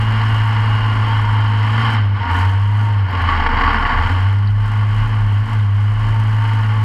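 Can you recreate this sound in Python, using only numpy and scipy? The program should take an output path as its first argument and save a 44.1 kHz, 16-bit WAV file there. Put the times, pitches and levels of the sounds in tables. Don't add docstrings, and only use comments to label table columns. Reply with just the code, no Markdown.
import sys
import numpy as np
from scipy.fft import rfft, irfft, next_fast_len
from scipy.io import wavfile
from scipy.ndimage import uniform_filter1d, map_coordinates

SR = 44100
rng = np.random.default_rng(int(sys.argv[2]) if len(sys.argv) > 2 else 0)


def store_pcm(level_fs):
    pcm = np.round(np.clip(level_fs, -1, 1) * 32767).astype(np.int16)
    wavfile.write(sys.argv[1], SR, np.atleast_2d(pcm).T)


N = 301644

# (frequency [Hz], relative level [dB])
RUMBLE_COLOR = [(8, -26), (20, -1.5), (50, 0), (90, -13), (140, -15.5), (300, -57), (1000, -100)]
# (time [s], mount swing [dB], rumble [dB])
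GROUND = [(0, -39, -31), (1.9, -42, -34), (2.1, -36, -39), (3.05, -42, -45.5), (3.3, -25.5, -43),
          (4.05, -20.5, -28), (4.35, -37, -46.5), (6.84, -35, -42.5)]
# (time [s], swing change [dB], rumble change [dB], half-width [s])
BUMPS = [(2.39, 5, 14, .07), (2.8, 4.5, 1, .15), (3.44, 4, 0, 0.15), (3.63, -1, 0, 0.036),
         (3.96, 4.5, 0, .1), (4.6, 6, 0, .15), (5.03, 14, 8, 0.1), (5.24, 11, 0, 0.052),
         (5.56, 7, 2.5, 0.066), (6.07, 10.5, 2, .17)]
# (time [s], relative level [dB], center [Hz], width [Hz])
GRIT = [(1.932, -48, 8000, 8000), (2.312, -50, 8070, 7000), (3.107, -55, 11940, 3030),
        (3.2195, -51, 9070, 8850), (4.473, -30.5, 4240, 909), (5.598, -33, 3660, 501.5)]
# (time [s], pitch [Hz], level [dB])
WHINES = [
    [(0, 1029, -44), (.45, 1027, -39), (.65, 1018, -37), (.9, 1029, -30), (1.15, 995, -38),
     (1.3, 1003, -28), (1.5, 980, -36), (1.64, 960, -29)],
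    [(.15, 940, -37), (.5, 928, -32), (.66, 934, -34)],
    [(1.06, 918, -29), (1.13, 914, -23), (1.2, 925, -42), (1.26, 935, -25), (1.4, 904, -32),
     (1.53, 920, -27)],
    [(2.2, 913.3, -28), (2.27, 945, -22.5), (2.5, 923.5, -27.5), (2.6, 928, -34), (2.72, 951, -32),
     (2.9, 926, -28), (3.0, 918, -39)],
    [(6.11, 916.5, -27), (6.28, 895, -38), (6.42, 911, -28.5), (6.6, 904, -30), (6.66, 870, -43),
     (6.84, 886, -35)],
    [(0, 2825, -30.5), (.22, 2820, -44), (.36, 2835, -30.5), (.5, 2857, -40), (.65, 2846, -35.5),
     (.87, 2850, -36.5), (1.05, 2860, -43)],
    [(1.1, 3140, -40), (1.15, 3220, -37), (1.24, 3230, -47), (1.38, 3180, -40), (1.55, 3090, -43),
     (1.7, 3030, -40), (1.83, 3120, -34), (1.97, 3070, -35)],
]
# (center [Hz], width [Hz], relative level [dB])
HOUSING_MODES = [(2620, 1040, -5.5), (2848, 142, 0), (3013, 266, 1.5), (3195, 180, -3), (3550, 1200, -17),
                 (3900, 200, -35.5), (4196, 630, -14), (4667, 246, -12), (5040, 580, -23),
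                 (5280, 350, -15.5), (6190, 180, -31.5), (6520, 410, -29.5), (7380, 220, -26),
                 (8600, 900, -38)]
# (frequency [Hz], relative level [dB])
RASP_COLOR = [(3000, -65.5), (5500, -34.5), (6500, -34.5), (8800, -36), (10000, -40.5), (12500, -42),
              (14200, -52), (15000, -66.5)]
# (center [Hz], width [Hz], relative level [dB])
PANEL_MODES = [(228, 37, -6), (259, 82, -8.5), (464.3, 41.4, -9.5), (717, 42, -8.5), (830.6, 97, -7.5),
               (901.5, 130, -2), (1106, 211, -0.5), (1425.4, 80, -3), (1540, 360, -7.5), (1751, 110, -6),
               (2025, 400, -8.5)]
# (center [Hz], width [Hz], relative level [dB])
BUZZ_MODES = [(1126, 24, 5), (883, 36, -10.5), (1414, 31, -9), (4600, 150, -26)]
# (frequency [Hz], relative level [dB])
THUD_COLOR = [(20, -38.5), (60, -6.5), (105, 6.5), (140, -13.5), (180, -14.5), (400, -20.5), (650, -18.5),
              (1300, -27), (3000, -91.5)]
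# (time [s], panel roar [dB], airborne rasp before its trim [dB])
LOAD = [(0, -25.5, -54), (1.1, -25.5, -55), (1.6, -26.5, -55.5), (1.88, -21, -51.5), (1.95, -21.5, -54.5),
        (2.0, -28, -65), (2.12, -32.5, -67), (2.27, -24.5, -66), (2.35, -20, -50), (2.63, -32, -61.5),
        (2.84, -29.5, -55.5), (3.04, -32.5, -66.5), (3.12, -25.5, -62.5), (3.32, -18.5, -60),
        (3.5, -20, -59), (3.66, -16, -57), (3.95, -19, -60.5), (4.04, -21.5, -53), (4.4, -33, -60),
        (4.57, -34, -63.5), (4.72, -29, -57), (4.86, -31, -58.5), (4.99, -27.5, -55.5),
        (5.42, -33.5, -61.5), (5.5, -28.5, -55.5), (5.69, -35, -61.5), (6.1, -29, -55), (6.27, -31, -56),
        (6.52, -28.5, -54.5), (6.84, -30, -55.5)]
# (time [s], firing rate [Hz])
ENGINE_SPEED = [(0.0, 108.9), (1.1, 107.6), (1.25, 106.1), (1.65, 106.3), (1.85, 113.5), (1.96, 107.2),
                (2.1, 99.96), (2.2, 101.8), (2.28, 86), (2.35, 89.82), (2.46, 95.6), (2.8, 105.3),
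                (2.9, 105.4), (3.11, 92.86), (3.31, 82.1), (3.54, 74.47), (3.75, 74.5), (3.9, 71.8),
                (4.1, 89.1), (4.3, 99.6), (4.71, 105.3), (4.89, 104.3), (5.09, 108.7), (5.35, 100.8),
                (5.49, 109.9), (5.7, 100.4), (6.04, 107.8), (6.84, 107.2)]
# (multiple of the firing rate, relative level [dB])
OVERTONES = [(1.5, -35), (2, -24.5), (2.5, -36.5), (3, -29.5), (3.5, -35.5), (4, -38.5), (5, -34), (6, -32)]
# (center [Hz], width [Hz], relative gain [dB])
CAGE_MODES = [(203.3, 18, -8.5), (224.9, 18, -2), (271.7, 12, -3.5), (397, 30, -11.5)]
# (time [s], depth [dB], half-width [s])
DROPOUTS = [(1.85, 1.5, 0.024), (1.92, 2.5, 0.015), (2.19, 11, 0.016), (2.245, 15, 0.02), (2.295, 7, 0.017),
            (2.38, 3, 0.018), (3.115, 8.5, 0.042), (3.19, 4, 0.035), (3.56, 3, .03), (3.85, 4, .015),
            (3.89, 14, 0.017), (4.08, 6, 0.012), (4.68, 3, 0.069), (5.08, 4, .03), (5.48, 10, 0.034),
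            (6.0, 2, 0.081)]

LEAD = 0.72
TOP_HZ = 15000
TONE_DB, TONE_PER_HZ_DB = -13.5, -0.19
LUG_LOSS_DB, LUG_FLUTTER_DB = 10, 2.5
CLATTER_DB, CLATTER_GROWS = -34.5, 1.09
CLATTER_LUG_DB = -5.5


def amp(db):
    return 10 ** (np.asarray(db) / 20)


def unit(x):
    return x / np.sqrt(np.mean(x ** 2) + 1e-20)


def curves(rows):
    s, *cols = np.transpose(rows)
    return [np.interp(np.arange(N) / SR, s, c) for c in cols]


def wobble(rate):
    knots = rng.standard_normal(int(N * rate / SR) + 4)
    return map_coordinates(knots, [np.arange(N) * rate / SR])


def humps(s, height, half_width_s):
    t = np.arange(0, N / SR, .002)
    bells = np.exp(-((t[:, None] - s) / half_width_s) ** 2)
    return np.interp(np.arange(N) / SR, t, bells @ height)


def filtered(x, response):
    m = next_fast_len(N + SR // 2)
    spectrum = rfft(x, m) * response(np.fft.rfftfreq(m, 1 / SR))
    return irfft(spectrum, m)[..., :N]


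def slope(points):
    f, db = np.transpose(points)
    return lambda hz: amp(np.interp(np.log(hz + 1), np.log(f), db))


def modes(rows, order=2):
    def response(f):
        return np.sqrt(sum((amp(db) / (1 + np.abs(2 * (f - c) / w) ** order)) ** 2 for c, w, db in rows))
    return response


def rung(gain, response):
    return unit(filtered(gain * rng.standard_normal(N), response))


def beat(cycles, depth_db, scatter_db):
    sizes = rng.standard_normal(int(cycles[-1]) + 1)[cycles.astype(int)]
    sawtooth = cycles % 1 - .5
    gain = amp(uniform_filter1d(scatter_db * sizes - depth_db * sawtooth, size=70))
    return gain / np.sqrt(np.abs(uniform_filter1d(gain ** 2, size=SR // 6)))


def wheel_rumble(level_db):
    return amp(level_db + 2.2 * wobble(5.3)) * rung(1, slope(RUMBLE_COLOR))


def grit():
    out, t = np.zeros(N), np.arange(N) / SR
    for s, db, hz, width_hz in GRIT:
        fading = amp(db + 9.0 - 60 * np.abs(t - s) / 0.041)
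        crack = (t >= s) * fading * rng.standard_normal(N)
        out += filtered(crack, modes([(hz, width_hz, 0)], order=4))
    return out


def whine():
    out, t = np.zeros(N), np.arange(N) / SR
    for rows in WHINES:
        hz, db = curves(rows)
        start, end = rows[0][0], rows[-1][0] + 0.055
        fade = np.clip(np.minimum(t - start, end - t) / 0.02, 0, 1)
        turns = np.cumsum(hz * (1 + .008 * wobble(45))) / SR
        out += fade * amp(db + 1.6 * wobble(25)) * np.sin(2 * np.pi * turns)
    return out


def mount(level_db):
    hz = 32 + 1.818 * wobble(6)
    size = np.sqrt(2) * amp(level_db + 1.3 * wobble(14))
    return size * np.sin(2 * np.pi * np.cumsum(hz) / SR)


def valve_gear(blows, turns, clatter_db, rasp_db):
    clatter = amp(clatter_db) * rung(blows, modes(HOUSING_MODES, order=3))
    rasp = amp(rasp_db - 1.0 + 1.1 * wobble(6)) * rung(turns, slope(RASP_COLOR))
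    return clatter + rasp


def panels(cycles, blows, level_db):
    roar = amp(level_db) * rung(blows, modes(PANEL_MODES))
    knocks = np.diff(np.floor(cycles / 2 + 0.012 * wobble(40)), prepend=0)
    knocking = amp(level_db - 18.0) * unit(filtered(knocks * blows, modes(PANEL_MODES)))
    buzz = amp(2.14 * level_db + 10.5) * rung(blows, modes(BUZZ_MODES))
    frame = amp(0.53 * level_db - 17.0 + 2.0 * wobble(8.9)) * rung(1, slope(THUD_COLOR))
    return roar + knocking + buzz + frame


def firing(rate_hz, cycles, tone_db, load_db):
    tone = amp(tone_db + 3 + 0.31 * wobble(24)) * np.sin(2 * np.pi * cycles)
    for multiple, db in OVERTONES:
        lift = amp(-18.5) + modes(CAGE_MODES)(multiple * rate_hz)
        level = amp(db + 0.36 * (load_db + 20.0) + 1.8 * wobble(15))
        tone += lift * level * np.sin(2 * np.pi * multiple * cycles)
    return tone


def scene():
    mount_db, rumble_db = curves(GROUND)
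    s, kick_db, thump_db, half_width_s = np.transpose(BUMPS)
    rumble = wheel_rumble(rumble_db + humps(s, thump_db, half_width_s))
    swing = mount(mount_db + humps(s, kick_db, half_width_s) + 2.3 * wobble(6.8))

    rate_hz, = curves(ENGINE_SPEED)
    panel_db, rasp_db = curves(LOAD)
    cycles = np.cumsum(rate_hz) / SR
    rattle_cycles = cycles + LEAD
    lugging = np.clip((100 - rate_hz) / 25, 0, 1)
    tone_db = TONE_DB + TONE_PER_HZ_DB * np.maximum(rate_hz - 104, 0) - humps(*np.transpose(DROPOUTS))
    tone_db += lugging ** 2 * (LUG_FLUTTER_DB * wobble(30) - LUG_LOSS_DB)
    clatter_db = CLATTER_DB + CLATTER_GROWS * (panel_db + 25) + CLATTER_LUG_DB * lugging

    blows = beat(rattle_cycles, depth_db=2.0 + 2.9 * lugging, scatter_db=0.81 + 0.8 * lugging)
    blows *= amp(0.57 * wobble(11))
    turns = beat(rattle_cycles / 2, depth_db=12 - 4.2 * lugging, scatter_db=1.4)

    engine = valve_gear(blows, turns, clatter_db, rasp_db)
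    engine += panels(rattle_cycles, blows, panel_db)
    boom = firing(rate_hz, cycles, tone_db, panel_db)
    coupling = 1 + 1.28 * swing
    return (rumble + grit() + whine() + swing + engine + coupling * boom)[None]


def record(dry):
    return filtered(dry, lambda hz: hz < TOP_HZ)


dry = scene()
out = record(dry)
store_pcm(out)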